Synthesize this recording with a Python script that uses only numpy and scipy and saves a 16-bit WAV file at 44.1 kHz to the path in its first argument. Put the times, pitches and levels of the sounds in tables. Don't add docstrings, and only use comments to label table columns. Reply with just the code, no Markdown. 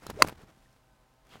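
import sys
import numpy as np
from scipy import signal
from scipy.fft import rfft, irfft
from scipy.io import wavfile
from scipy.ndimage import uniform_filter1d

SR = 44100
rng = np.random.default_rng(int(sys.argv[2]) if len(sys.argv) > 2 else 0)


def to_wav(s):
    ch = np.atleast_2d(s).T
    pcm = np.round(np.clip(ch, -1, 1) * 32767)
    wavfile.write(sys.argv[1], SR, pcm.astype(np.int16))


N = 61739
STRIKE_S = .2208
BALL_PUSH_S = .00171


def undb(db):
    return 10 ** (np.asarray(db) / 20)


def curve(rows):
    rows = np.array(rows)
    return np.interp(np.arange(N) / SR, rows[:, 0], rows[:, 1])


def coloured(x, colour):
    hz, db = np.array(colour).T
    f = np.maximum(np.arange(N // 2 + 1) * SR / N, 1)
    gain = undb(np.interp(np.log(f), np.log(hz), db))
    y = irfft(rfft(x) * gain, N)
    return y / y.std()


def noise(colour):
    return coloured(rng.standard_normal(N), colour)


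def walk(rate):
    k = max(int(SR / rate), 1)
    once = uniform_filter1d(rng.standard_normal(N), k)
    twice = uniform_filter1d(once, k)
    return twice / twice.std()


def burst(start, attack, t60):
    age = np.maximum(np.arange(N) / SR - start, 0)
    rise = np.sin(np.pi / 2 * np.minimum(age / attack, 1)) ** 2
    return rise * np.exp(-np.log(1000) * np.maximum(age - attack, 0) / t60)


def thump(at, width):
    port_hz = 130
    pulse = np.exp(-.5 * ((np.arange(N) / SR - at) / width) ** 2)
    return signal.sosfilt(signal.butter(1, port_hz, "high", fs=SR, output="sos"), pulse)


def mower():
    # multiple of the pitch, average RMS level in dB.
    harmonics = [(1, -76.5), (2, -84), (4, -87), (5, -78.5), (6, -80), (7, -82), (8, -84), (10, -87),
                 (12, -86.5)]
    pitch_hz, waver = 129.3, 0.011
    turn = 2 * np.pi * np.cumsum(pitch_hz * (1 + waver * walk(6.8))) / SR
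    hum = np.zeros(N)
    for multiple, db in harmonics:
        gain = np.sqrt(2) * undb(db + 2 * walk(8))
        hum += gain * np.sin(round(multiple) * turn + rng.uniform(0, 2 * np.pi))
    return hum


def field():
    # frequency in Hz, relative level per Hz in dB.
    field_colour = [(15, -31.5), (25, -3), (50, 0.5), (96, -15), (119, -8.5), (260, -17), (433, -18.5),
                    (648, -15.5), (722, -24), (782, -11.5), (848, -18.5), (15500, -39)]
    field_db = -67.5
    return undb(field_db) * noise(field_colour)


def buffeting():
    # time in seconds, level in dB.
    buffet_level = [(0, -78), (.07, -60.5), (.115, -61), (.145, -50), (.19, -53.5), (.23, -40.5),
                    (.26, -41), (.3, -53), (.36, -57.5), (.45, -62), (.6, -70.5), (1.25, -79.5),
                    (1.35, -63), (1.4, -68)]
    # frequency in Hz, relative level per Hz in dB.
    air_colour = [(8, -18), (25, -7), (45, -3), (80, -2.5), (140, -5.5), (300, -16), (800, -39),
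                  (4000, -79)]
    gust_db, gusts_per_s = 1.5, 20
    return undb(curve(buffet_level) + gust_db * walk(gusts_per_s)) * noise(air_colour)


def shirt_rustle():
    # time in seconds, level in dB.
    rustle_level = [(0, -69.5), (.035, -51.5), (.075, -56), (.112, -47), (.125, -60.5), (.2, -54.5),
                    (.258, -52), (.295, -47.5), (.308, -54), (.326, -52.5), (.342, -63), (.39, -62.5),
                    (.42, -57.5), (.46, -66.5), (.495, -58), (.52, -69.5), (.66, -73), (.78, -78.5),
                    (1.2, -79.5), (1.3, -66), (1.357, -57), (1.4, -63)]
    # frequency in Hz, relative level per Hz in dB.
    cloth_colour = [(60, -3), (200, 6.5), (600, 1.5), (1400, -1), (3000, -10), (6000, -16.5), (10000, -22),
                    (16000, -28)]
    return undb(curve(rustle_level) + 2 * walk(120) + 2 * walk(1500)) * noise(cloth_colour)


def crinkle():
    # time in seconds, level in dB.
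    crinkle_level = [(0, -71.5), (.1, -64), (.15, -74.5), (.28, -64), (.33, -77.5), (.45, -79),
                     (.63, -72.5), (.75, -79), (.95, -81), (1.2, -89), (1.35, -74), (1.4, -75.5)]
    # frequency in Hz, relative level per Hz in dB.
    fibre_colour = [(300, -8), (1500, 1.5), (5000, 0.5), (10000, -4), (16000, -13)]
    grains_per_s = 2500
    grains = (rng.random(N) < grains_per_s / SR) * rng.standard_normal(N)
    return undb(curve(crinkle_level)) * coloured(grains, fibre_colour)


def cloth_ticks():
    # time in seconds, thump level in dB, crackle level in dB, crackle t60 in seconds.
    tick_rows = [(0.0668, -29, -36.5, 0.02), (0.0997, -22, -39, 0.024), (0.1018, -42, -43, .014),
                 (0.1052, -37, -42.5, 0.0091), (.2425, -53, -42, 0.023), (.2488, -48, -41.5, 0.021),
                 (.2742, -35, -38.5, .018), (.2853, -28, -35, 0.015), (0.2945, -28, -40, .014),
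                 (0.2987, -37, -48, .012), (0.4168, -54, -60.5, 0.026), (0.6261, -60, -66, 0.016),
                 (.729, -68, -60, 0.013), (.763, -50, -63.5, 0.014), (1.138, -64, -65, .012),
                 (1.252, -60, -62, .015), (1.269, -62, -61, .015), (1.292, -56.5, -58, 0.014)]
    # frequency in Hz, relative level per Hz in dB.
    crackle_colour = [(100, 0), (400, 4), (1200, 0.5), (3000, -3.5), (6500, -7), (8500, -10.5),
                      (12000, -8.5), (16000, -18)]
    tick_width_s, snap_width_s = 0.00018, .00004
    snap_db = 3
    crackle = noise(crackle_colour) * undb(2 * walk(2000))
    ticks = np.zeros(N)
    for at, thump_db, crackle_db, t60 in tick_rows:
        ticks += undb(thump_db) * thump(at, tick_width_s)
        ticks += undb(crackle_db) * burst(at - tick_width_s, tick_width_s, t60) * crackle
        ticks += undb(crackle_db + snap_db) * thump(at, snap_width_s)
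    return ticks


def squeaks():
    # start in seconds, pitch in Hz, level in dB, t60 in seconds.
    squeak_rows = [(0.067, 4050, -49, 0.071), (0.095, 5700, -51, 0.016), (.658, 1800, -60.5, 0.034)]
    rise_s, roughness = 0.0012, 0.028
    wobble = np.cumsum(1 + roughness * walk(1400)) / SR
    return sum(undb(db) * burst(at, rise_s, t60) * np.sin(2 * np.pi * hz * wobble)
               for at, hz, db, t60 in squeak_rows)


def microphone_bumps():
    # time in seconds, pulse level in dB ahead of the port leak, half width in seconds.
    bump_rows = [(0.0921, -31.5, 0.0011), (0.1114, -28.5, 0.00034), (0.1327, -31, .0016),
                 (0.1451, -36, 0.0011), (0.1519, -39.5, 0.00058), (0.156, -35, 0.0021),
                 (0.2472, -16.5, 0.00019), (.3255, -31, 0.00029), (0.4364, -38.5, 0.00073),
                 (.574, -49, 0.00079), (1.3566, -33.5, 0.00016)]
    return -sum(undb(db) * thump(at, width) for at, db, width in bump_rows)


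def swing():
    # peak in seconds, pitch in Hz, peak RMS level in dB, half length in seconds.
    whistle_rows = [(0.1762, 435, -41, .004), (0.196, 620, -37.5, .0035), (0.207, 590, -30.5, .0048),
                    (.22, 580, -35, .005)]
    # time in seconds, level in dB.
    rush_level = [(.13, -81), (.165, -56.5), (.185, -52.5), (.2, -42), (.212, -42), (.225, -45), (.26, -64),
                  (.29, -79.5)]
    # frequency in Hz, relative level per Hz in dB.
    swish_colour = [(100, -7), (330, 2.5), (700, -1), (1300, -4.5), (2500, -16), (7000, -22.5),
                    (15000, -36.5)]
    waver = 0.033
    t = np.arange(N) / SR
    wobble = np.cumsum(1 + waver * walk(200)) / SR
    whistles = np.zeros(N)
    for at, hz, db, length in whistle_rows:
        swell = np.exp(-.5 * ((t - at) / length) ** 2)
        tone = np.sin(2 * np.pi * hz * (wobble - np.interp(at, t, wobble)))
        whistles += np.sqrt(2) * undb(db) * swell * tone
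    return whistles + undb(curve(rush_level)) * noise(swish_colour)


def ring(modes, start, push):
    age = np.arange(N) / SR - start
    return np.array([undb(db) * burst(start, push, t60) * np.sin(2 * np.pi * hz * (push - age))
                     for hz, db, t60 in modes])


def strike():
    # frequency in Hz, level in dB, t60 in seconds.
    ball_modes = [(305, -25.5, .042), (497.4, -9.5, .0099), (1048, -8, .0178), (1290, 1.8, .0032),
                  (2020, -0.65, .0063), (2660, -8, .0109)]
    # frequency in Hz, level in dB, t60 in seconds.
    face_modes = [(4380, -4.0, 0.0066), (4320, -13, 0.0105), (4782, -12, 0.0105), (6160, -19, 0.011),
                  (6530, -23.0, 0.0161), (7520, -11, 0.0024), (8920, -25.5, 0.0021), (9873, -10, 0.0025),
                  (10877, -26, 0.006), (11707, -28.5, 0.0086), (13519, -21.5, 0.0044)]
    # frequency in Hz, relative level per Hz in dB.
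    crack_colour = [(150, -5.5), (500, -1), (1500, -1.5), (3300, -6), (6000, -2), (9000, -4.5),
                    (15000, -8.5)]
    # delay in seconds, level in dB.
    reflections = [(.00279, -24), (.00578, -28)]
    face_lag_s, face_push_s = .00225, .00049
    crack_db, crack_t60_s = -22.5, 0.023
    t = np.arange(N) / SR
    knock = ring(ball_modes, STRIKE_S, BALL_PUSH_S).sum(axis=0)
    face = ring(face_modes, STRIKE_S + face_lag_s, face_push_s)
    clack = sum((-1) ** k * mode for k, mode in enumerate(face))
    crack = undb(crack_db) * burst(STRIKE_S, BALL_PUSH_S, crack_t60_s) * noise(crack_colour)
    hit = knock + clack + crack
    echoes = sum(undb(db) * np.interp(t - lag, t, hit) for lag, db in reflections)
    return hit + echoes


def divot():
    # frequency in Hz, relative level per Hz in dB.
    turf_colour = [(20, -4), (60, 1), (250, 2.5), (600, -1.5), (1200, -10), (2500, -24.5), (6000, -38.5),
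                   (16000, -55)]
    # frequency in Hz, relative level per Hz in dB.
    spray_colour = [(500, -3), (2500, 0), (6000, -5), (11000, -7.5), (16000, -14)]
    turf_db, turf_t60_s = -37, .15
    spray_db, spray_t60_s = -47, .07
    thud = undb(turf_db) * burst(STRIKE_S, 0.0014, turf_t60_s) * noise(turf_colour)
    spray = undb(spray_db) * burst(STRIKE_S, .003, spray_t60_s) * noise(spray_colour)
    return thud + spray


def sleeve_slide():
    # time in seconds, level in dB.
    slide_level = [(1.2, -105), (1.285, -75.5), (1.31, -61), (1.348, -58.5), (1.37, -70), (1.4, -69)]
    # frequency in Hz, relative level per Hz in dB.
    sleeve_colour = [(500, -13.5), (1800, -6), (3200, 2.5), (5000, -9), (8000, -15.5), (15000, -25)]
    return undb(curve(slide_level) + 1.5 * walk(300)) * noise(sleeve_colour)


def scene():
    outdoors = mower() + field() + buffeting()
    clothing = shirt_rustle() + crinkle() + cloth_ticks() + sleeve_slide()
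    club = swing() + strike() + divot()
    return (outdoors + clothing + squeaks() + microphone_bumps() + club)[None]


def record(dry):
    drive_db, top_hz = 0.17, 16300
    driven = undb(drive_db) * dry
    held = driven / (1 + driven ** 6) ** (1 / 6)
    return signal.sosfilt(signal.ellip(8, .2, 70, top_hz, fs=SR, output="sos"), held)


dry = scene()
out = record(dry)
to_wav(out)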